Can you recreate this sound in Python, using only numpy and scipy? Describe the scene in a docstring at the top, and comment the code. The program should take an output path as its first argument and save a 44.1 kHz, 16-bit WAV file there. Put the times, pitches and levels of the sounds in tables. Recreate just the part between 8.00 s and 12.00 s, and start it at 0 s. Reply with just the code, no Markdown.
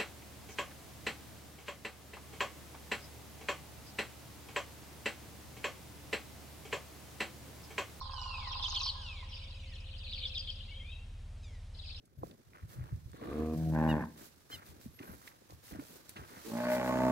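"""Elk and squabbling birds at the forest edge

High elk mews slide down through the throat's resonances while birds squabble in fast twitters,
sharp notes, squeals and two thin whistles. Rapid woody knocks, like a woodpecker's drumming,
ring a trunk and peter out within a second and a half. An engine idles close by with a faint
whine over a soft bed of forest air, and the trees scatter the calls."""
import sys
import numpy as np
from scipy import signal
from scipy.fft import rfft, irfft
from scipy.io import wavfile
from scipy.ndimage import uniform_filter1d, map_coordinates

SR = 44100
rng = np.random.default_rng(int(sys.argv[2]) if len(sys.argv) > 2 else 0)


def put_to_file(sound):
    """Save the sound as 16-bit audio at rate SR, in the file named by the first command-line argument."""
    columns = np.atleast_2d(sound).T  # one column per channel
    safe = np.clip(columns, -1, 1)
    whole_steps = np.round(safe * 32767)
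    wavfile.write(sys.argv[1], SR, whole_steps.astype(np.int16))


N = 176400


def amp(db):
    """Decibels to gain."""
    return 10 ** (np.asarray(db) / 20)


def unit_rms(x):
    """Scales to rms 1."""
    return x / np.sqrt(np.mean(x ** 2) + 1e-20)


def along(points, t):
    """Reads every column of an automation curve at the times t."""
    at, *columns = np.transpose(points)
    return [np.interp(t, at, c) for c in columns]


def across(points, hz):
    """Reads every column of a spectrum on a log-frequency axis."""
    at, *columns = np.transpose(points)
    return [np.interp(np.log(hz + 1), np.log(at + 1), c) for c in columns]


def add(mix, start, sound):
    """Mixes a stereo sound in at a start time in seconds."""
    part = mix[:, max(round(start * SR), 0):][:, :sound.shape[1]]
    part += sound[:, :part.shape[1]]


def wobble(t, rate_hz):
    """Smooth random modulation of about unit depth."""
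    return map_coordinates(rng.standard_normal(512), [(t - t[0]) * rate_hz], order=3, mode="wrap")


def phase(hz):
    """Running phase of a pitch curve."""
    return 2 * np.pi * np.cumsum(hz) / SR


def fade(t, rise_s=.00072, fall_s=.005):
    """Attack, hold and release on quarter-sine ramps."""
    attack = np.sin(np.pi / 2 * np.clip((t - t[0]) / rise_s, 0, 1))
    release = np.sin(np.pi / 2 * np.clip((t[-1] - t) / fall_s, 0, 1))
    return attack * release


def place(x, pan_db, degrees, spacing_m=.054, sound_m_per_s=343):
    """Pans by level and arrival time; positive is left."""
    lag = spacing_m * np.sin(np.radians(degrees)) / sound_m_per_s
    delay = np.exp(-2j * np.pi * np.fft.rfftfreq(len(x), 1 / SR) * lag)
    return np.array([x * amp(pan_db / 2), irfft(rfft(x) * delay, len(x)) * amp(-pan_db / 2)])


def echoes(x, t60_s, taps_per_s=2000):
    """Sparse reflections off trunks and leaves, with one decay time or a curve of them by band."""
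    taps = rng.standard_normal((2, SR)) * (rng.random((2, SR)) < taps_per_s / SR)
    taps[:, :100] = 0  # pre-delay
    hz, t, bands = signal.stft(taps, SR, nperseg=256)
    t60 = across(t60_s, hz)[0][:, None] if np.ndim(t60_s) else t60_s
    tail = signal.istft(bands * np.exp(-np.log(1000) * t / t60), SR, nperseg=256)[1]
    return signal.fftconvolve(x, tail / np.linalg.norm(tail, axis=1, keepdims=True), axes=1)[:, :N]


# Drifting idle speed: t/s, cycle rate/Hz
IDLE_SPEED = [(0, 17.6), (.8, 17.65), (1.3, 17.9), (1.95, 17.72), (2.25, 17.25), (2.65, 18.1), (2.85, 17.7),
              (3.1, 18.2), (3.45, 18.42), (4, 17.55)]
# Exhaust harmonics: multiple of the cycle rate, relative level/dB
EXHAUST_ORDERS = [(1, -22), (2, 0), (3, -16), (4, -2), (5, -4), (6, -10), (7, -24), (8, -21), (12, -32),
                  (13, -31)]
# Engine bay whine: t/s, f/Hz, level/dB
BAY_WHINE = [(0, 528.3, -68), (1.6, 533, -70), (2.03, 532, -69), (2.22, 515, -64.5), (2.65, 548, -72.5),
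             (2.82, 529, -66.5), (2.95, 485, -81)]

def engine(throb_db=-46, pipe_smear=.55):
    """A low exhaust throb and a thin wavering whine, dead centre; the pipe delays the higher orders."""
    t = np.arange(N) / SR
    cycle = phase(along(IDLE_SPEED, t)[0])
    throb = sum(amp(db + .88 * wobble(t, 6.87)) * np.cos(k * cycle - pipe_smear * k ** 2)
                for k, db in EXHAUST_ORDERS)
    hz, db = along(BAY_WHINE, t)
    whine = amp(db + 1.8 * wobble(t, 33)) * np.sin(phase(hz * (1 + .01 * wobble(t, 41))))
    return amp(throb_db) * throb + whine


# Tone of the air bed: f/Hz, relative noise density/dB
AIR_SPECTRUM = [(60, 2.5), (130, -5), (200, -6), (330, -18), (600, -15.5), (1200, -21.5), (3800, -24),
                (6300, -29), (9800, -32), (11000, -40.5), (15500, -49)]
# How mono the bed is: f/Hz, left-right correlation
AIR_CORRELATION = [(250, 1), (500, 0.92), (1000, 0.73), (3000, 0.98), (12000, 0.59)]

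def forest_air(level_db=-58.5):
    """Steady low rush and far hiss of the forest."""
    hz = np.fft.rfftfreq(2048, 1 / SR)
    shape = (2, len(hz), N // 512 + 5)
    left, spread = rng.standard_normal(shape) + 1j * rng.standard_normal(shape)
    shared = np.clip(across(AIR_CORRELATION, hz)[0], -1, 1)[:, None]
    right = shared * left + np.sqrt(1 - shared ** 2) * spread
    bands = np.array([left, right]) * amp(across(AIR_SPECTRUM, hz)[0][:, None])
    return amp(level_db) * unit_rms(signal.istft(bands, nperseg=2048, noverlap=1536)[1][:, :N])


def bird_tone(hz, overtone_db=-41):
    """A nearly pure tone with a trace of its octave."""
    angle = phase(hz)
    return np.sin(angle) + amp(overtone_db) * np.sin(2 * angle)


def chirp(hz, length_s, sweep):
    """One tiny downward sweep under a bell-shaped envelope."""
    progress = np.arange(0, length_s, 1 / SR) / length_s
    return np.sin(np.pi * progress) ** 2 * bird_tone(hz * np.exp(sweep * (.5 - progress)))


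# Fader ride of the farther birds: t/s, level/dB
FLOCK_LEVEL = [(0, -50.5), (.15, -55.5), (.35, -52), (.55, -45.5), (.8, -42.5), (.95, -54), (1.27, -62.5),
               (1.35, -51), (1.55, -58), (1.9, -55.5), (2.2, -46.5), (2.6, -56.5), (2.92, -67), (3.1, -88),
               (3.72, -89), (3.75, -61.5), (3.87, -52)]
# Centre of their pitch range: t/s, f/Hz
FLOCK_CENTRE = [(.2, 3968), (1.3, 3709), (1.6, 2844), (2.2, 3397), (2.9, 3057), (3.9, 3726)]
FOLIAGE_T60_S = .05

def flock(slots_per_s=330, lowest_hz=2350, highest_hz=5500):
    """A cloud of random chirps, half blurred by the foliage, swelling with the squabble."""
    out = np.zeros((2, N))
    for slot, (late, sharp, long, loud, side) in enumerate(rng.standard_normal((2400, 5))):
        start = (slot + late / 2) / slots_per_s
        hz = along(FLOCK_CENTRE, start)[0] * np.exp(.24 * sharp)
        if start < N / SR and lowest_hz < hz < highest_hz:
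            grain = amp(2 * loud) * chirp(hz, length_s=.01 * np.exp(.369 * long), sweep=.22)
            add(out, start, place(grain, pan_db=1 + 3 * side, degrees=20 + 40 * side))
    return unit_rms(out + echoes(out, FOLIAGE_T60_S)) * amp(along(FLOCK_LEVEL, np.arange(N) / SR)[0])


# Twitter cues: t/s, length/s, f/Hz, level/dB
TWITTER_CUES = [(.003, 0.032, 4380, -54), (.055, .033, 4380, -54), (0.111, 0.037, 4410, -50.5),
                (0.161, 0.033, 4220, -51), (0.215, 0.05, 4590, -49), (0.28, .043, 4420, -50),
                (0.631, 0.059, 5780, -46.5), (0.683, 0.044, 5820, -40.5), (0.751, 0.0081, 4670, -34.5),
                (0.761, 0.0064, 6070, -41.5), (0.791, 0.009, 5620, -38.5), (0.816, 0.022, 5900, -41),
                (0.775, 0.013, 4470, -38), (1.062, .04, 3546, -43.5), (1.165, 0.046, 3700, -47),
                (1.288, 0.16, 4990, -52.5), (2.056, 0.046, 4100, -44), (2.156, .048, 4340, -42)]

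def twitters(gap_s=.0075, sag=.09, scatter=.06):
    """Fast runs of chirps, each run sagging in pitch; yields (start, level, sound) per chirp."""
    for start, length, pitch, db in TWITTER_CUES:
        for t in np.arange(0, length, gap_s):
            late, sharp, loud = rng.standard_normal(3)
            hz = pitch * (1 + sag * (.5 - t / length) + scatter * sharp)
            grain = amp(1.8 * loud) * chirp(hz, length_s=.0048, sweep=.28)
            yield start + t + gap_s * late / 10, db, grain


# Knock cues: t/s, relative level/dB
KNOCK_CUES = [(0.012, -36), (0.054, -37.5), (0.094, -35.5), (0.134, -35), (0.178, -34), (0.217, -35),
              (0.258, -35), (0.303, -36.5), (0.339, -34.5), (0.381, -33.5), (0.425, -35), (0.47, -34.5),
              (0.51, -35), (0.553, -33.5), (0.596, -34.5), (0.637, -36.5), (0.681, -34.5), (0.725, -33.5),
              (0.769, -36), (0.814, -37), (0.859, -36), (0.951, -41.5), (1.226, -44)]
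# Ring of the trunk: f/Hz, relative level/dB, t60/s
TRUNK_MODES = [(834, -12.5, 0.13), (997.7, -3, 0.075), (1045, -2.5, 0.077), (1173, -7.5, 0.037),
               (1455, -10.5, 0.019)]

def drumming(trim_db=-3.5, rise_s=.0022, vary_db=2, detune=.012):
    """Each knock rings the same few modes of a trunk, a little varied in tuning and balance."""
    out, t = np.zeros((2, N)), np.arange(8192) / SR
    for start, db in KNOCK_CUES:
        ring = 0
        for hz, mode_db, t60 in TRUNK_MODES:
            loud, sharp = rng.standard_normal(2)
            envelope = amp(mode_db + vary_db * loud) * np.exp(-np.log(1000) * t / t60)
            ring += envelope * np.sin(2 * np.pi * hz * (1 + detune * sharp) * t)
        knock = amp(db + trim_db) * ring * np.minimum(t / rise_s, 1)
        add(out, start, place(knock, pan_db=-2.5, degrees=48))
    return out


# Mew glides, one curve per call: t/s, f/Hz, level/dB before the throat
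MEW_GLIDES = [
    [(.07, 1646, -56), (.135, 1630, -53), (.185, 1472, -48.5), (.25, 1466, -47.5), (.31, 1390, -51.5),
     (.35, 1298, -45), (.39, 1227, -57.5), (.51, 894, -48.5)],
    [(.95, 1662, -44), (1.005, 1646, -53.5), (1.04, 1513, -49), (1.1, 1320, -49), (1.14, 1220, -57.5),
     (1.21, 1057, -54.5), (1.27, 891, -54)],
    [(1.51, 1370, -86), (1.56, 1282, -64.5), (1.6, 1222, -67.5), (1.66, 1080, -65), (1.7, 1022, -75),
     (1.76, 870, -69), (1.84, 753, -69)],
    [(3.36, 1371, -78), (3.415, 1314, -82), (3.44, 1274, -64), (3.5, 1088, -71.5), (3.56, 978, -77),
     (3.61, 910, -82), (3.67, 797, -80)],
]
# Timbre of each mew: 0 = round, 1 = thin and nasal
MEW_NASALITY = [0.14, 0.13, 0.88, 1]
# Throat resonances: f/Hz, round gain/dB, nasal gain/dB
THROAT_COLOURS = [(850, -15, -19), (1580, -12, -24), (1870, -3, 9.5), (2620, 4.5, -3), (3970, -8.5, 3.5),
                  (4330, -38, -34), (4800, -11, 1), (6660, -24, -7.5), (7200, -15, -7.5),
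                  (8300, -33.5, -27), (10200, -30, -25.5), (12000, -59, -39)]

def elk_mews(waver=.014, rough_db=2.2, rough_hz=300, odd_db=-6):
    """High, slightly rough mews slide down through the throat; round ones favour even harmonics."""
    out = np.zeros((2, N))
    for glide, nasal in zip(MEW_GLIDES, MEW_NASALITY):
        t = np.arange(glide[0][0], glide[-1][0], 1 / SR)
        hz, db = along(glide, t)
        angle = phase(hz * (1 + waver * wobble(t, rough_hz)))
        voice = 0
        for k in range(1, 10):
            round_db, nasal_db = across(THROAT_COLOURS, k * hz)
            if k > 1 and k % 2:
                round_db += odd_db
            colour_db = (1 - nasal) * round_db + nasal * nasal_db
            voice += amp(colour_db + np.sqrt(k + 1) * wobble(t, 40.6)) * np.sin(k * angle)
        envelope = amp(db + rough_db * wobble(t, rough_hz)) * fade(t, rise_s=.06, fall_s=.06)
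        add(out, t[0], place(voice * envelope, pan_db=0, degrees=0))
    return out


def fluttering_tone(t, hz, flutter=.037, shimmer_db=2, rate_hz=261):
    """A bird's tone that flutters in pitch and strength."""
    tone = bird_tone(hz * (1 + flutter * wobble(t, rate_hz)))
    return tone * amp(shimmer_db * wobble(t, rate_hz))


# Sharp note cues: t/s, length/s, f/Hz, level/dB
NOTE_CUES = [(0.506, 0.034, 3420, -42.5), (0.625, 0.044, 3450, -32), (0.743, .033, 3460, -29.5),
             (0.772, 0.0147, 3110, -32), (.803, .014, 4080, -27.5), (0.865, 0.035, 3257, -34),
             (0.887, .02, 4200, -27), (1.315, 0.0317, 3150, -45), (1.755, 0.018, 3235, -47),
             (1.874, 0.027, 2990, -49), (2.123, 0.03, 3490, -36), (2.225, 0.017, 3360, -32),
             (2.236, 0.0358, 3484, -32.5), (2.346, 0.043, 3475, -34), (2.471, 0.037, 3250, -37),
             (2.586, 0.029, 3190, -49.5), (2.916, 0.026, 3190, -52), (3.787, 0.019, 3890, -43.5)]

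def sharp_notes(sag=.1684, stroke_s=.0075, stroke_depth=.4, settle_s=.015):
    """Falling notes that start as scratchy downstrokes and settle into a tone."""
    for start, length, pitch, db in NOTE_CUES:
        t = np.arange(0, length, 1 / SR)
        stroke = np.cumsum(1 + .25 * wobble(t, 261)) / SR / stroke_s % 1  # uneven sawtooth
        scratch = np.exp(-t / settle_s)
        hz = pitch * (1 + sag * (.5 - t / t[-1])) * (1 + stroke_depth * scratch * (.5 - stroke))
        chop = 1 - scratch * np.cos(np.pi * stroke) ** 2  # dips between strokes
        yield start, db, fluttering_tone(t, hz) * chop * (1 - scratch / 2) * fade(t)


# Squeal cues: t/s, length/s, f/Hz, level/dB, trill depth as a share of the pitch
SQUEAL_CUES = [(.832, 0.04, 5030, -34, 0.14), (0.862, 0.0338, 4664, -35, 0.067),
               (2.269, 0.0316, 5240, -51.5, 0.076), (2.38, .034, 4890, -40, 0.034),
               (2.502, 0.0283, 4750, -46, 0.022), (3.872, 0.0463, 4360, -51.5, 0.038)]
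# Pitch bend of a squeal: share of its length, pitch ratio
SQUEAL_SHAPE = [(0, 1.15), (.25, .86), (.5, 1.03), (1, .92)]

def squeals(trill_hz=180):
    """High calls that dip, rebound and sink, trilling hardest in the middle."""
    for start, length, pitch, db, depth in SQUEAL_CUES:
        t = np.arange(0, length, 1 / SR)
        trill = depth * np.sin(np.pi * t / length) * np.sin(2 * np.pi * trill_hz * t)
        hz = pitch * along(SQUEAL_SHAPE, t / length)[0] * (1 + trill)
        yield start, db, fluttering_tone(t, hz) * fade(t)


# Tone of the rasp on loud calls: f/Hz, relative noise density/dB
RASP_SPECTRUM = [(3000, -48), (6000, -5.5), (8700, -3), (11000, -18.5), (12500, -15), (13500, -46)]

def rasp(calls, relative_db=-31.5):
    """A thin hiss that swells and fades with the power of the calls."""
    power = uniform_filter1d(calls ** 2, size=3000, axis=1)
    envelope = uniform_filter1d(power, size=3000, axis=1)
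    colour = amp(across(RASP_SPECTRUM, np.fft.rfftfreq(N, 1 / SR))[0])
    hiss = irfft(rfft(rng.standard_normal((2, N))) * colour, N)
    return amp(relative_db) * calls.std() * unit_rms(hiss * envelope)


# Pan of the near birds: t/s, left over right/dB
BIRD_BALANCE = [(.15, -24.5), (.65, -4.5), (.9, 1.5), (1.8, 2), (2.25, 0.5), (2.6, 9)]
# Direction of the near birds and the whistles: t/s, angle to the left/degrees
BIRD_BEARING = [(0, -32), (.6, 13), (.9, 11.5), (2.2, 13.5), (2.5, 22), (2.75, 6), (3.8, 48)]

def near_birds(faint_db=-49.5, knee_db=2):
    """Pans the twitters, notes and squeals; the fainter a call, the more the foliage blurs it."""
    clear, hidden = np.zeros((2, 2, N))
    for start, db, sound in [*twitters(), *sharp_notes(), *squeals()]:
        call = place(amp(db) * sound, *along(BIRD_BALANCE, start), *along(BIRD_BEARING, start))
        blur = 1 / (3.5 + np.exp((db - faint_db) / knee_db))
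        add(clear, start, np.sqrt(1 - blur) * call)
        add(hidden, start, np.sqrt(blur) * call)
    return clear + rasp(clear) + echoes(hidden, FOLIAGE_T60_S)


# Whistle glides, one curve per bird: t/s, f/Hz, level/dB
WHISTLE_GLIDES = [
    [(2.68, 2673, -57.5), (2.785, 3276, -50), (2.838, 3140, -61), (2.865, 3500, -62), (2.925, 3800, -50.5),
     (3, 3890, -68.5)],
    [(2.68, 2150, -60), (2.75, 2290, -56.5), (2.78, 2400, -69), (2.81, 2120, -59), (2.905, 2560, -54.5),
     (3.045, 2800, -64)],
]

def whistles(waver=.022, flicker_db=3.5):
    """Two thin, wavering voices from the flock climb side by side."""
    out = np.zeros((2, N))
    for glide in WHISTLE_GLIDES:
        t = np.arange(glide[0][0], glide[-1][0], 1 / SR)
        hz, db = along(glide, t)
        voice = bird_tone(hz * (1 + waver * wobble(t, 150)), overtone_db=-34)
        envelope = amp(db + flicker_db * wobble(t, 70.5)) * fade(t)
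        add(out, t[0], place(voice * envelope, pan_db=4, degrees=along(BIRD_BEARING, t.mean())[0]))
    return out


# Forest reverb, longest in the lows: f/Hz, t60/s
FOREST_DECAY = [(500, 4.4), (1000, 1.7), (3000, 1.7), (6000, 0.82), (12000, 0.18)]

def scene():
    """The animals, with sends to near reflections and forest reverb, over the engine and the air."""
    bed = engine() + forest_air()
    birds = flock() + near_birds() + whistles()
    knocks, mews = drumming(), elk_mews()
    reflections = echoes(amp(-9.5) * birds + amp(-7) * knocks, t60_s=.1)
    reverb = echoes(amp(-15) * birds + amp(-6) * knocks + amp(-10) * mews, FOREST_DECAY)
    return bed + birds + knocks + mews + reflections + reverb


def record(dry):
    """A steep low-pass at 15.6 kHz trims the very top of the mix."""
    lowpass = signal.firwin(511, 15600, window=("kaiser", 9), fs=SR)
    return signal.oaconvolve(dry, lowpass[None], "same")


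dry = scene()
out = record(dry)
put_to_file(out)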